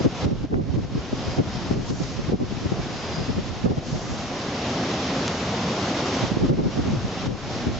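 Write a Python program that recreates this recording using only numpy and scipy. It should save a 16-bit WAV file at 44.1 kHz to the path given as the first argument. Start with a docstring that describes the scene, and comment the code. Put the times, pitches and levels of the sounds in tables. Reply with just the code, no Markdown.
"""Storm wind on a roof terrace.

Below, the air roars between the buildings and hisses through a street of palms; now and then it
whistles thinly at an edge. Right at the microphone, eddies hit the two ports as short low thuds,
vortices moan and one drop ticks on the housing. The limiter ducks the rush under the hardest blasts."""
import sys
import numpy as np
from scipy import signal
from scipy.io import wavfile
from scipy.ndimage import uniform_filter1d

SR = 44100
rng = np.random.default_rng(int(sys.argv[2]) if len(sys.argv) > 2 else 0)


def file_out(sig):
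    """Save sig as 16-bit WAV at sys.argv[1]."""
    # one column per channel
    cols = np.atleast_2d(sig).T
    # limit, then scale
    lim = np.clip(cols, -1, 1)
    pcm = np.round(lim * 32767).astype(np.int16)
    wavfile.write(sys.argv[1], SR, pcm)


N = 343539
CUTOFF_HZ = 8742   # top of the recorder's range

# how alike the street sounds at the two ports: (frequency [Hz], left-right correlation [-1..1])
RUSH_LIKENESS = [(60, 0.99), (250, 1), (560, 0.98), (870, 0.96), (1370, 0.74), (2130, 0.58), (3330, 0.4),
                 (5210, 0.43), (8000, 0.77)]


def from_db(db):
    """Decibels to gain."""
    return 10 ** (np.asarray(db) / 20)


def rms_one(x):
    """Scaled to an rms of 1."""
    return x / np.sqrt(np.mean(x ** 2) + 1e-20)


def panned(pan_db):
    """Left and right gains, the left louder by pan_db."""
    return from_db(np.array([[.5], [-.5]]) * pan_db)


def in_time(rows):
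    """The columns of a curve at every sample."""
    s, *columns = np.transpose(rows)
    return [np.interp(np.arange(N) / SR, s, column) for column in columns]


def at_hz(points, hz):
    """A spectrum's value at these frequencies."""
    points_hz, values = np.transpose(points)
    return np.interp(np.log(hz), np.log(points_hz), values)


def around(s, half_s):
    """The samples that a swell at s reaches."""
    start, stop = np.clip([(s - 4 * half_s) * SR, (s + 4 * half_s) * SR], 0, N)
    return slice(int(start), int(stop))


def swell(s, half_s):
    """A smooth rise and fall around s, at a quarter of its height half_s away."""
    out, near = np.zeros(N), around(s, half_s)
    t = np.arange(near.start, near.stop) / SR
    out[near] = np.exp(-np.log(4) * ((t - s) / half_s) ** 2)
    return out


def drift(rate_hz):
    """A random wander with an rms of 1, mostly slower than rate_hz."""
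    hop = 40
    pole = np.exp(-2 * np.pi * rate_hz * hop / SR)
    noise = rng.standard_normal(N // hop + 2002)
    slow = signal.lfilter([1], [1, -2 * pole, pole * pole], noise)[2000:]   # once settled
    return np.interp(np.arange(N) / hop, np.arange(len(slow)), rms_one(slow))


def noise_bands(spectrum, likeness, low_hz, count):
    """Half-octave bands of stereo noise whose powers add up to 1: (centres [Hz], bands)."""
    edges = low_hz * 2 ** (np.arange(count + 1) / 2)
    centres, bands = np.sqrt(edges[1:] * edges[:-1]), []
    gains = from_db(at_hz(spectrum, centres)) * np.sqrt(centres)
    for low, high, hz, gain in zip(edges, edges[1:], centres, gains / np.linalg.norm(gains)):
        band_pass = signal.butter(3, [low, high], "band", fs=SR, output="sos")
        mid, side = rms_one(signal.sosfilt(band_pass, rng.standard_normal((2, N))))
        alike = np.clip(at_hz(likeness, hz), -1, 1)
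        stereo = np.sqrt((1 + alike) / 2) * mid + np.sqrt((1 - alike) / 2) * side * [[1], [-1]]
        bands.append(gain * stereo)
    return centres, bands


def street_roar(level_db, patchy_db):
    """The far, deep rush of air between the buildings reaches both ports nearly alike."""
    # colour of the roar: (frequency [Hz], relative density [dB])
    spectrum = [(25, -18.5), (55, -12.5), (100, -1), (170, 0.5), (240, 0.5), (340, -2.5), (480, -4.5),
                (680, -5.5), (900, -10), (1200, -17.5), (1700, -17.5), (3000, -31), (8000, -52)]
    _, bands = noise_bands(spectrum, RUSH_LIKENESS, low_hz=25, count=15)
    return sum(band * from_db(patchy_db * drift(4.6)) for band in bands) * from_db(level_db)


def frond_hiss(level_db, calm_top_db, sizzle_hz, flutter_db, patchy_db):
    """Palm leaves thrash below the terrace: a wide hiss that flutters, its top coming and going."""
    # colour of the hiss: (frequency [Hz], relative density [dB])
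    spectrum = [(500, -15.5), (1000, 5.5), (1500, 0), (2200, -1), (3200, -0.5), (4700, -1.55), (6700, -6)]
    # the top of the hiss flares up: (time [s], half-length [s], rise [dB])
    sizzles = [(1.985, 0.21, 9.5), (3.893, 0.068, 5), (4.07, 0.27, 7)]
    sizzle_db = calm_top_db + sum(rise_db * swell(s, half_s) for s, half_s, rise_db in sizzles)
    centres, bands = noise_bands(spectrum, RUSH_LIKENESS, low_hz=500, count=8)
    top_share = 1 / (1 + (sizzle_hz / centres) ** 6)
    hiss = sum(band * from_db(share * sizzle_db + patchy_db * drift(8.6))
               for share, band in zip(top_share, bands))
    return hiss * from_db(level_db + flutter_db * drift(25))


def edge_whistle(waver_hz, flutter_db, pan_db):
    """Wind at an edge: a thin, wavering whistle that swells and fades at a steady rate in dB."""
    # swells of the whistle: (time [s], half-length [s], top level [dB], pitch [Hz])
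    whistles = [(0.0, 0.11, -46, 4950), (1.27, .22, -48.5, 4950), (1.63, .18, -51.5, 4958),
                (1.98, .13, -56, 4560), (3.0, 0.13, -55.5, 4922), (3.17, .22, -44.5, 4922)]
    t, tone = np.arange(N) / SR, 0
    waver_cycles = waver_hz * np.cumsum(drift(65)) / SR
    for s, half_s, level_db, hz in whistles:
        envelope = from_db(level_db) * np.exp(-np.log(4) * np.abs(t - s) / half_s)
        tone += np.sqrt(2) * np.sin(2 * np.pi * (hz * t + waver_cycles)) * envelope
    flutter = rms_one(from_db(flutter_db * drift(50)))
    return tone * flutter * panned(pan_db)


def housing_drop(low_hz):
    """A drop hits the microphone housing: one dry tick with no bass."""
    # the impact: (time [s], nominal peak [dB])
    impacts = [(5.28, -3.5)]
    click = np.zeros(N)
    for s, peak_db in impacts:
        # scaled up, as only the part under the cut-off is heard
        click[round(s * SR)] = -from_db(peak_db) * SR / (2 * CUTOFF_HZ)
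    return signal.sosfilt(signal.butter(1, low_hz, "high", fs=SR, output="sos"), click)


def vortex_moans(sag_hz_per_s, flutter_db, flutter_hz):
    """Each slowing vortex at the microphone gives a short, throbbing low tone that sags in pitch."""
    # vortices: (time [s], half-length [s], level [dB], pitch [Hz], left over right [dB])
    vortices = [(0.06, 0.014, -19, 257.2, 2), (0.447, 0.013, -23, 287, -3), (6.45, 0.023, -21, 273, 1),
                (6.889, .037, -24.5, 241.6, 2), (6.965, 0.043, -27, 133.5, 2), (7.68, 0.016, -34, 210, 1)]
    t, out = np.arange(N) / SR, 0
    for s, half_s, level_db, hz, pan_db in vortices:
        pitch_hz = np.clip(hz - sag_hz_per_s * (t - s), 60, 320)
        tone = np.sqrt(2) * np.sin(2 * np.pi * np.cumsum(pitch_hz) / SR)
        out += tone * from_db(level_db) * swell(s, half_s) * panned(pan_db)
    return out * from_db(flutter_db * drift(flutter_hz))


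def pressure_surges():
    """The hardest blasts press on both ports: a one-sided push, too slow to hear, driving the limiter."""
    # blasts: (time [s], peak [dB], half-length [s])
    blasts = [(0.08, -3.5, 0.029), (0.274, -0.5, 0.028), (0.322, -0.5, 0.02), (0.473, 0, 0.037),
              (0.583, -3.5, 0.036), (0.773, -6.5, 0.033), (0.861, -5.5, 0.027), (1.401, -6.5, 0.025),
              (1.749, -6.5, 0.02), (1.787, -5.5, 0.028), (1.921, -5.5, 0.026), (2.345, -3, 0.037),
              (3.675, -6.5, 0.024), (3.726, -5, .027), (3.797, -5.5, .027), (6.521, -3, 0.027),
              (6.612, -5, 0.03), (7.282, -5, 0.025), (7.319, -1, 0.027), (7.696, -8.5, .027)]
    return sum(from_db(peak_db) * swell(s, half_s) for s, peak_db, half_s in blasts)


def port_slaps():
    """Tight eddies sweep across the two ports in turn, each one cycle of push and pull."""
    # slaps: (time [s], peak [dB], pitch [Hz], left over right [dB], lag of the right port [s])
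    slaps = [(0.0099, -12, 218, 2, -0.012), (0.0573, -8, 240, -1.5, 0.0034), (0.258, -7, 111, -6, 0.00051),
             (0.3197, -4, 200, 0, -.0045), (0.3281, -9, 230, -5, -0.004), (0.543, -10.5, 1180, 4, -.0003),
             (0.7687, -14, 110, -2, 0.0085), (0.7916, -13, 200, 6, .0025), (0.9514, -13, 170, 0, 0.0044),
             (1.133, -19, 260, 1, -0.0053), (1.3919, -17, 220, -14.5, 0.0012),
             (1.7124, -10, 230, 9, 0.00093), (1.9057, -16, 170, -7, -0.0028),
             (2.0123, -16.5, 170, -10, -0.0055), (2.196, -18, 180, -12, -.0008),
             (2.2858, -19.5, 130, -11, -0.00051), (2.3233, -11.5, 330, 5, .004),
             (2.3427, -10, 200, 3, -.001), (2.728, -24, 180, 8, 0.0045), (3.3052, -17.5, 208, -7, -0.0068),
             (3.661, -15, 180, -1, 0.0042), (3.7054, -19, 180, -10, -0.0029),
             (3.7193, -14, 520, 2, -0.0053), (3.9277, -19.5, 130, -9, 0.00045),
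             (6.2388, -20, 220, -10, -0.00051), (6.322, -13, 193, -10, -0.0037),
             (6.3703, -9.5, 261, -7, .0018), (6.4348, -12.5, 220, 0, 0.001), (6.457, -15, 216, -2, -.0024),
             (6.5003, -17, 328, -1, -0.0038), (6.5168, -7, 200, -10, -0.0064),
             (6.5931, -6.5, 270, 7, 0.00008), (6.6596, -10.5, 180, 6, 0.0058),
             (6.6669, -12, 150, 5, -0.0024), (6.7945, -16.5, 260, 8, -0.0035),
             (6.9364, -15, 170, 10.5, -0.0057), (7.0516, -15, 131, -3, -0.0037),
             (7.278, -13.5, 91, 10, -0.00024), (7.6697, -11, 218, 0.5, .001)]
    t, out = np.arange(N) / SR, np.zeros((2, N))
    for s, peak_db, hz, pan_db, lag_s in slaps:
        near = around(s, 1 / hz + abs(lag_s))
        phase = np.pi * hz * (t[near] - s - lag_s * np.array([[0], [1]]))
        pulse = (1 - 2 * phase ** 2) * np.exp(-phase ** 2)
        out[:, near] += from_db(peak_db) * panned(pan_db) * pulse
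    return out


def eddies(restless_db, bed_tilt_db):
    """Eddies swell over a bed of restless air: (gain at each port, tilt of the rumble [dB/octave])."""
    # restless air at the microphone between the eddies: (time [s], level [dB])
    turbulence = [(0, -39), (.17, -38.5), (.33, -24), (.6, -23.5), (.74, -25), (.85, -25.5), (1.05, -38.5),
                  (1.33, -33.5), (1.9, -35), (2.7, -32.5), (3.0, -42.5), (3.6, -32.5), (4.1, -39),
                  (4.35, -45), (4.7, -63.5), (6.1, -57), (6.3, -29.5), (6.6, -30.5), (6.95, -47.5),
                  (7.35, -34), (7.55, -35), (7.79, -33)]
    # eddies that hit the microphone: (time [s], level [dB], half-length [s], left over right [dB])
    buffets = [(0.003, -21, 0.021, -2), (0.064, -9.5, 0.019, 1.5), (0.277, -12.5, 0.033, 0.5),
               (0.326, -10.5, 0.015, -2.5), (0.445, -19, 0.014, -1), (0.539, -12, 0.033, 0),
               (0.59, -16, 0.037, -3), (0.785, -19, 0.021, 7), (0.826, -27, 0.02, -3.5),
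               (0.971, -23, 0.023, 1.5), (1.132, -18.5, 0.008, 2), (1.28, -24, 0.021, 2.5),
               (1.4, -10.5, 0.02, 0.5), (1.714, -20, 0.013, -1.5), (1.776, -19.5, 0.059, 2),
               (1.922, -20.5, 0.035, 2.5), (2.01, -22, 0.012, -10), (2.194, -24.5, 0.013, -6),
               (2.295, -21, 0.0082, -7), (2.34, -10.5, 0.02, -1), (2.421, -16, 0.03, -0.5),
               (2.659, -19.5, 0.012, 2.5), (2.723, -18.5, 0.0068, 4.5), (2.797, -23.5, 0.0084, -8),
               (3.199, -24, 0.033, 3.5), (3.298, -20, 0.016, 1), (3.383, -21.5, 0.027, 1.5),
               (3.663, -15, 0.025, -8.5), (3.713, -17, 0.03, 1), (3.78, -15.5, 0.011, 2),
               (3.949, -24.5, 0.034, -2), (4.117, -27, 0.034, -1), (6.237, -24, 0.022, -7),
               (6.436, -18.5, 0.034, 0), (6.522, -12.5, 0.037, 0.5), (6.595, -14.5, 0.029, -0.5),
               (6.655, -17.5, 0.041, 2.5), (6.792, -21.5, 0.045, -3.5), (6.88, -22.5, 0.049, 0),
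               (6.936, -26, 0.066, 1), (7.045, -29, 0.042, 4), (7.27, -25, 0.02, -5),
               (7.317, -18.5, 0.045, 6), (7.689, -22, 0.033, 4)]
    neutral_db, tilt_per_db, max_tilt = -22, 0.6, 2.5   # stronger eddies are brighter
    bed_db = in_time(turbulence)[0] + restless_db * np.array([drift(17), drift(23)])
    power = from_db(bed_db) ** 2
    weighted_tilt = power * bed_tilt_db
    for s, level_db, half_s, pan_db in buffets:
        near = around(s, half_s)
        eddy_power = (from_db(level_db) * panned(pan_db) * swell(s, half_s)[near]) ** 2
        power[:, near] += eddy_power
        weighted_tilt[:, near] += eddy_power * min(tilt_per_db * (level_db - neutral_db), max_tilt)
    # the colour is the mix of bed and eddies, each weighted by its power
    return np.sqrt(power), weighted_tilt / power


def buffeting(level_db, restless_db, bed_tilt_db, pivot_hz, even_s):
    """Wind right on the microphone: each port rumbles and thuds as the eddies hit it."""
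    # colour of the rumble: (frequency [Hz], relative density [dB])
    spectrum = [(20, -19.5), (40, -8.5), (70, -1.5), (130, 3), (230, -1), (330, -4.5), (450, -10),
                (700, -19.5), (1100, -33.5), (2000, -44.5)]
    # how alike the two ports rumble: (frequency [Hz], left-right correlation [-1..1])
    port_likeness = [(30, 0.47), (100, 0.1), (250, -0.12), (450, -0.25), (800, -0.94), (1500, -0.92)]
    strength, tilt_db = eddies(restless_db, bed_tilt_db)
    centres, bands = noise_bands(spectrum, port_likeness, low_hz=18, count=14)
    octaves = np.clip(np.log2(centres / pivot_hz), -1.5, 1.3)
    swirl = sum(band * from_db(octave * tilt_db) for octave, band in zip(octaves, bands))
    # the swirl is held at even strength, so the eddies alone set the lumps
    span = int(even_s * SR)
    swirl_power = uniform_filter1d(uniform_filter1d(np.mean(swirl ** 2, axis=0), span), span)
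    return swirl / np.sqrt(swirl_power) * strength * from_db(level_db)


def limiter_gain(pressure, limit_db, attack_s, release_db_per_s):
    """Turns down quickly by as much as the pressure exceeds the limit, and recovers at a steady rate."""
    power = uniform_filter1d(np.mean(pressure ** 2, axis=0), size=441)   # 10 ms
    over_db = np.maximum(10 * np.log10(np.abs(power) + 1e-12) - limit_db, 0)
    recovery_db = release_db_per_s * np.arange(N) / SR
    held_db = np.maximum.accumulate(over_db + recovery_db) - recovery_db
    pole = np.exp(-1 / (attack_s * SR))
    return from_db(-signal.lfilter([1 - pole], [1, -pole], held_db))


def scene():
    """From the terrace: the street's roar and hiss at a distance, the buffeting air up close."""
    # gusts in the street: (time [s], level [dB], extra level of the roar [dB])
    gusts = [(0.0, -37, 6), (0.15, -34.5, 5), (0.25, -35.5, 5.5), (0.6, -46, 7), (0.8, -44.5, 5.5),
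             (1.0, -41.5, 6), (1.3, -37, 5), (2.1, -40.5, 5), (2.6, -40, 4), (3.1, -36.5, 5.5),
             (3.45, -40, 4), (4.0, -41, 8), (4.7, -32.5, 6), (5.25, -32, 5.5), (5.36, -33, 6.5),
             (6.22, -31, 5.5), (6.4, -40, 7), (6.78, -38, 4.5), (6.98, -39.5, 6), (7.2, -35.5, 5.5),
             (7.45, -35, 6), (7.79, -39, 6)]
    gust_db, roar_extra_db = in_time(gusts)
    roar = street_roar(gust_db + roar_extra_db, patchy_db=1.04)
    hiss = frond_hiss(gust_db + 0.61, calm_top_db=-1.0, sizzle_hz=5300, flutter_db=0.5, patchy_db=0.62)
    thuds = buffeting(level_db=-0.04, restless_db=4.0, bed_tilt_db=-3.5, pivot_hz=175, even_s=0.014)
    whistle = edge_whistle(waver_hz=27, flutter_db=3, pan_db=4.5)
    moans = vortex_moans(sag_hz_per_s=1200, flutter_db=0.5, flutter_hz=31)
    at_microphone = housing_drop(low_hz=600) + moans + pressure_surges() + port_slaps() + thuds
    return roar + hiss + whistle + at_microphone


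def record(dry):
    """The recorder: a bass cut, a limiter that senses even the pressure below it, and a dulled top."""
    bass_cut = signal.butter(10, 28, "high", fs=SR, output="sos")
    ducking = limiter_gain(dry, limit_db=-10.5, attack_s=0.0029, release_db_per_s=48.5)
    limited = signal.sosfilt(bass_cut, dry) * ducking
    treble_roll_off = signal.firwin(31, 7230, window="boxcar", fs=SR)
    steep_cut = signal.firwin(301, CUTOFF_HZ, window=("kaiser", 8), fs=SR)
    low_pass = np.convolve(treble_roll_off, steep_cut)
    return signal.fftconvolve(limited, low_pass[None], mode="same", axes=1)


dry = scene()
out = record(dry)
file_out(out)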